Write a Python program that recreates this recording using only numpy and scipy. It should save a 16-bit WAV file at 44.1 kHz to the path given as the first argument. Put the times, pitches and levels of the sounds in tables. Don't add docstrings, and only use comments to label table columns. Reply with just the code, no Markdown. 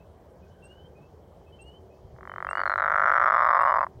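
import sys
import numpy as np
from scipy import signal
from scipy.fft import rfft, irfft
from scipy.io import wavfile

SR = 44100
rng = np.random.default_rng(int(sys.argv[2]) if len(sys.argv) > 2 else 0)


def wrap_up_sound(samples):
    columns = np.atleast_2d(samples).T
    tamed = np.clip(columns, -1, 1)
    steps = np.round(tamed * 32767).astype(np.int16)
    wavfile.write(sys.argv[1], SR, steps)


N = 176400
TIME, FREQS = np.arange(N) / SR, np.fft.rfftfreq(N, 1 / SR)


def from_db(db):
    return 10 ** (np.asarray(db) / 20)


def unit_rms(x):
    return x / np.sqrt(np.mean(x ** 2) + 1e-20)


def at_time(rows, s):
    times, *columns = np.transpose(rows)
    values = [np.interp(s, times, column) for column in columns]
    return values if len(values) > 1 else values[0]


def at_hz(rows, hz):
    freqs, levels = np.transpose(rows)
    return np.interp(np.log(hz + 1e-9), np.log(freqs), levels)


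def bell(x, centre, width):
    return 1 / (1 + ((x - centre) / width) ** 2)


def noise_band(centre_hz, width_hz):
    return unit_rms(irfft(rfft(rng.standard_normal(N)) * bell(FREQS, centre_hz, width_hz), N))


def drift(rate_hz):
    return noise_band(0, rate_hz)


def add(out, s, sound):
    i = int(np.clip(s * SR, 0, N))
    out[i:i + len(sound)] += sound[:N - i]


def reflections(x, t60_s):
    t = TIME[:SR // 2]
    tail = rng.standard_normal(len(t)) * from_db(-60 * t / t60_s) * (t > .002)
    return signal.fftconvolve(x, tail / np.linalg.norm(tail))[:N]


# f/Hz, relative level/dB
AIR_EQ = [(20, -39.5), (30, -26.5), (45, -6.5), (70, 0.5), (102, -4.5), (187, -7), (250, -13.5), (330, -11),
          (400, -7), (470, -7.5), (650, -10), (990, -18.5), (1360, -28.5), (2260, -36), (2650, -42),
          (3080, -34.5), (3600, -40.5), (4800, -41), (5800, -41), (7500, -46), (9300, -47), (10500, -50),
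          (15500, -47)]


def outdoor_air(level_db=-52, rumble_top_hz=220):
    spectrum = rfft(rng.standard_normal(N)) * from_db(at_hz(AIR_EQ, FREQS))
    edges = np.geomspace(15, 20000, 15)
    air = np.zeros(N)
    for low, high in zip(edges, edges[1:]):
        band = irfft(spectrum * (FREQS >= low) * (FREQS < high), N)
        flicker_db = 2.5 if high < rumble_top_hz else 1.43
        air += band * from_db(flicker_db * drift(rate_hz=14))
    return from_db(level_db) * unit_rms(air)


def wavering_tone(hz, width_hz):
    phase = 2 * np.pi * hz * TIME
    return drift(width_hz) * np.cos(phase) + drift(width_hz) * np.sin(phase)


# t/s, level/dB
THIN_HUM_FADER = [(0, -72), (1.4, -67.5), (1.8, -61), (2.8, -60), (3.2, -64), (4, -64)]


def hum():
    low = from_db(-61) * wavering_tone(hz=78.5, width_hz=5)
    thin = from_db(at_time(THIN_HUM_FADER, TIME)) * wavering_tone(hz=376, width_hz=4)
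    return low + thin


# t/s, length/s, start f/Hz, rise/Hz, base level/dB
FAR_CUES = [(0, 0.026, 2594, 50, -65.5), (.42, 0.044, 2450, 110, -73), (.5, 0.1, 2990, 172, -77),
            (.95, 0.12, 2440, 211, -69), (1.41, 0.13, 3080, 130, -79), (1.46, 0.04, 2576, 30, -71.5),
            (1.52, 0.096, 3004, 190, -64.5), (1.9, 0.097, 2464, 200, -75.5),
            (2.03, 0.085, 3140, 111.2, -78), (2.28, 0.21, 3030, 130, -69), (3.79, 0.081, 2550, 130, -72.5)]
NEAR_CUES = [(.622, 0.26, 2670, 474, -58.5), (1.588, 0.21, 2660, 458, -55.5), (2.48, .15, 2680, 324, -53.5),
             (3.595, 0.15, 2682, 294, -58.5)]
# multiple of that tone's pitch, relative level/dB
WHISTLE_PARTIALS = [(1, -1.5), (1.5, -25.5), (2, -30), (2.5, -24.5), (3, -21)]
# f/Hz, half-width/Hz, boost/dB
WHISTLE_RESONANCES = [(8245, 85, 26), (5540, 30, 15), (4380, 60, 10.5)]


def frog_whistles(cues, partials, attack_s=.0047, release_s=.023, throb_hz=13, throb_db=6):
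    out = np.zeros(N)
    waver_hz = 14 * drift(rate_hz=60)
    for s, length, start_hz, rise_hz, level_db in cues:
        t = TIME[:int(length * SR)]
        progress = t / length
        glide = progress * (1 + .3 * (1 - progress))
        pitch = start_hz + rise_hz * glide + np.interp(s + t, TIME, waver_hz)
        phase = 2 * np.pi * np.cumsum(pitch) / SR
        gate = np.clip(t / attack_s, 0, 1) * np.clip((length - t) / release_s, 0, 1)
        falter_db = 8.5 * bell(t, centre=.17, width=.013)
        db = level_db + .5 * t + throb_db * np.sin(2 * np.pi * throb_hz * t) - falter_db
        brightness = np.clip(t / .03, 0, 1) ** 2 * from_db(-73.5 * t)
        for multiple, partial_db in partials:
            partial_hz = multiple * pitch
            boost_db = sum(peak * bell(partial_hz, hz, width) for hz, width, peak in WHISTLE_RESONANCES)
            envelope = gate * (brightness if multiple > 1 else 1)
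            add(out, s, envelope * from_db(db + partial_db + boost_db) * np.sin(multiple * phase))
    return out


# t/s, level/dB
FAR_SNORE_FADER = [(.25, -84), (.5, -73.5), (.72, -68.5), (.88, -75), (1.0, -93)]


def far_snore(beats_per_s=45):
    murmur = noise_band(centre_hz=1544, width_hz=76)
    tremolo = 1 + .45 * np.sin(2 * np.pi * beats_per_s * TIME)
    return from_db(at_time(FAR_SNORE_FADER, TIME)) * murmur * tremolo


# t/s, level/dB
BUMP_CUES = [(2.045, -47.5), (2.145, -44), (3.98, -42.5)]


def soft_bumps(width_s=.019):
    swells = sum(from_db(db) * np.exp(-.5 * ((TIME - s) / width_s) ** 2) for s, db in BUMP_CUES)
    return swells * noise_band(centre_hz=80, width_hz=39)


# t/s, rate/(beats per s)
BEAT_RATE = [(2.16, 42.85), (2.29, 47.57), (2.36, 45.61), (2.55, 48.24), (2.75, 48.92), (2.82, 50.56),
             (3.0, 50.67), (3.15, 49.44), (3.3, 47.96), (3.45, 48.39), (3.53, 47.64), (3.58, 49.17),
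             (3.65, 44.25), (3.69, 48.2), (3.75, 46.48), (3.82, 38.39)]
# t/s, mean snaps per beat
LARYNX_DRIVE = [(2.55, 1.0), (2.58, 2.29), (2.62, 1.07), (2.7, 1.81), (2.75, 0.66), (2.78, 2.0),
                (3.03, 2.08), (3.1, 2.26), (3.33, 2.4), (3.42, 2.49), (3.6, 2.6), (3.69, 2.8), (3.73, 2.25),
                (3.83, 2.46)]
# t/s, gap/s
SNAP_SPACING = [(2.57, .008), (2.72, .0077), (2.82, .0063), (3.2, .006), (3.65, .0057), (3.83, .0063)]


def larynx_rhythm(start_s=2.1634, end_s=3.84, last_snap_s=3.8672):
    s, stored, snaps = start_s, .5, []
    while s < end_s:
        count, stored = divmod(stored + at_time(LARYNX_DRIVE, s), 1)
        first_s, gap_s = s, at_time(SNAP_SPACING, s)
        if count > 2:
            first_s, gap_s = s - .0033, gap_s + .0004
        snaps += [(first_s + place * gap_s, place) for place in range(int(count))]
        s += 1 / at_time(BEAT_RATE, s)
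    return snaps + [(last_snap_s, 0)]


# f/Hz, relative level/dB
SNAP_EQ = [(150, -50.5), (330, -38), (450, -20.5), (560, -2.5), (660, 0), (800, -5), (1050, -1), (1500, -2),
           (1950, -2), (2200, -11), (2600, -36), (3500, -32.5), (4500, -47), (6500, -56.5), (9000, -63),
           (15000, -83)]
# t/s, gain/dB
TREBLE_SHELF = [(2.3, 1.5), (2.8, -0.5), (3.12, 0.5), (3.45, -1), (3.82, -7)]
# t/s, f/Hz
SAC_TUNING = [(2.2, 1140), (2.65, 1363), (3.12, 1350), (3.4, 1189), (3.7, 1090), (3.87, 1050)]
# t/s, contrast/dB
SAC_EMPHASIS = [(2.3, 7.5), (2.8, 11.5), (3.2, 14), (3.8, 14.5)]
# t/s, f/Hz, boost/dB
LOW_OVERTONE_SWEEP = [(2.33, 5250, 11), (2.5, 4750, 20), (2.62, 4450, 31), (2.76, 4030, 21.5),
                      (2.9, 3620, 5), (3.0, 3280, 2), (3.2, 3200, 4.5), (3.45, 3720, 8), (3.8, 3620, 3)]
HIGH_OVERTONE_SWEEP = [(2.6, 6700, 3.9), (2.8, 6300, 7), (2.92, 5730, 19), (3.2, 5520, 22),
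                       (3.45, 5150, 21.3), (3.82, 4930, 26)]
# t/s, boost/dB
TOP_SHEEN = [(2.9, -1), (3.12, 12.5), (3.4, 2)]


def throat_and_sacs(s, hz):
    treble = np.clip((hz - 1500) / 2000 + .5, 0, 1)
    db = at_hz(SNAP_EQ, hz) + treble * at_time(TREBLE_SHELF, s)
    db += at_time(SAC_EMPHASIS, s) * (bell(hz, at_time(SAC_TUNING, s), width=228) - .5)
    for sweep in (LOW_OVERTONE_SWEEP, HIGH_OVERTONE_SWEEP):
        centre_hz, boost_db = at_time(sweep, s)
        centre_hz += 35 * rng.standard_normal()
        boost_db += 1.86 * rng.standard_normal()
        db += boost_db * bell(hz, centre_hz, width=194)
    return db + at_time(TOP_SHEEN, s) * bell(hz, centre=9700, width=400)


def struck(db):
    cepstrum = irfft(np.log(from_db(db)))
    half = len(cepstrum) // 2
    cepstrum[1:half] *= 2
    cepstrum[half + 1:] = 0
    return irfft(np.exp(rfft(cepstrum)))


def snap(hz, colour_db, rounding_hz=2000, pulse_centre_s=.002, rasp_db=-16, rasp_t60_s=.026):
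    rounding = 1 / (1 + (hz / rounding_hz) ** 4)
    ring = struck(colour_db - 20 * np.log10(rounding))
    delay = np.exp(-2j * np.pi * hz * round(pulse_centre_s * SR) / SR)
    clean = irfft(rfft(ring) * rounding * delay)
    tail = rng.standard_normal(len(clean)) * from_db(-60 * TIME[:len(clean)] / rasp_t60_s)
    rasp = signal.fftconvolve(clean, tail / np.linalg.norm(tail))[:len(clean)]
    return clean + from_db(rasp_db) * rasp


# t/s, relative level/dB
SNORE_SWELL = [(2.16, -47), (2.21, -35.5), (2.29, -25.5), (2.45, -18.5), (2.6, -13.5), (2.85, -11.5),
               (3.08, -8.5), (3.35, -8.5), (3.68, -7), (3.825, -8.5), (3.87, -21)]
# t/s, gain/dB
LATER_SNAP_TRIM = [(2.6, -1), (2.66, 1.5), (2.685, -2.5), (2.73, -1.5), (2.78, -0.5), (3.0, 0), (3.8, -0.5),
                   (3.835, 0.5)]


def near_snore(gain_db=26.5, third_snap_db=-1.4, build_up_s=.0022, jitter_s=.0004):
    out = np.zeros(N)
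    hz = np.fft.rfftfreq(2048, 1 / SR)
    for s, place in larynx_rhythm():
        colour_db = throat_and_sacs(s, hz)
        level_db = gain_db + at_time(SNORE_SWELL, s) + .7 * rng.standard_normal()
        trim_db = at_time(LATER_SNAP_TRIM, s) * (place > 0) + third_snap_db * (place > 1)
        onset_s = s - build_up_s + jitter_s * rng.standard_normal()
        add(out, onset_s, -from_db(level_db + trim_db) * snap(hz, colour_db))
    return out + from_db(-27) * reflections(out, t60_s=.14)


def scene():
    near = frog_whistles(NEAR_CUES, WHISTLE_PARTIALS)
    far = frog_whistles(FAR_CUES, WHISTLE_PARTIALS[:1])
    bank_echo = reflections(from_db(-12.5) * near + from_db(-2) * far, t60_s=.22)
    frogs = near + far + bank_echo + near_snore() + far_snore()
    return (frogs + outdoor_air() + hum() + soft_bumps())[None]


def record(dry):
    high_cut = signal.ellip(10, .1, 80, 15800, fs=SR, output="sos")
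    return signal.sosfilt(high_cut, dry)


dry = scene()
out = record(dry)
wrap_up_sound(out)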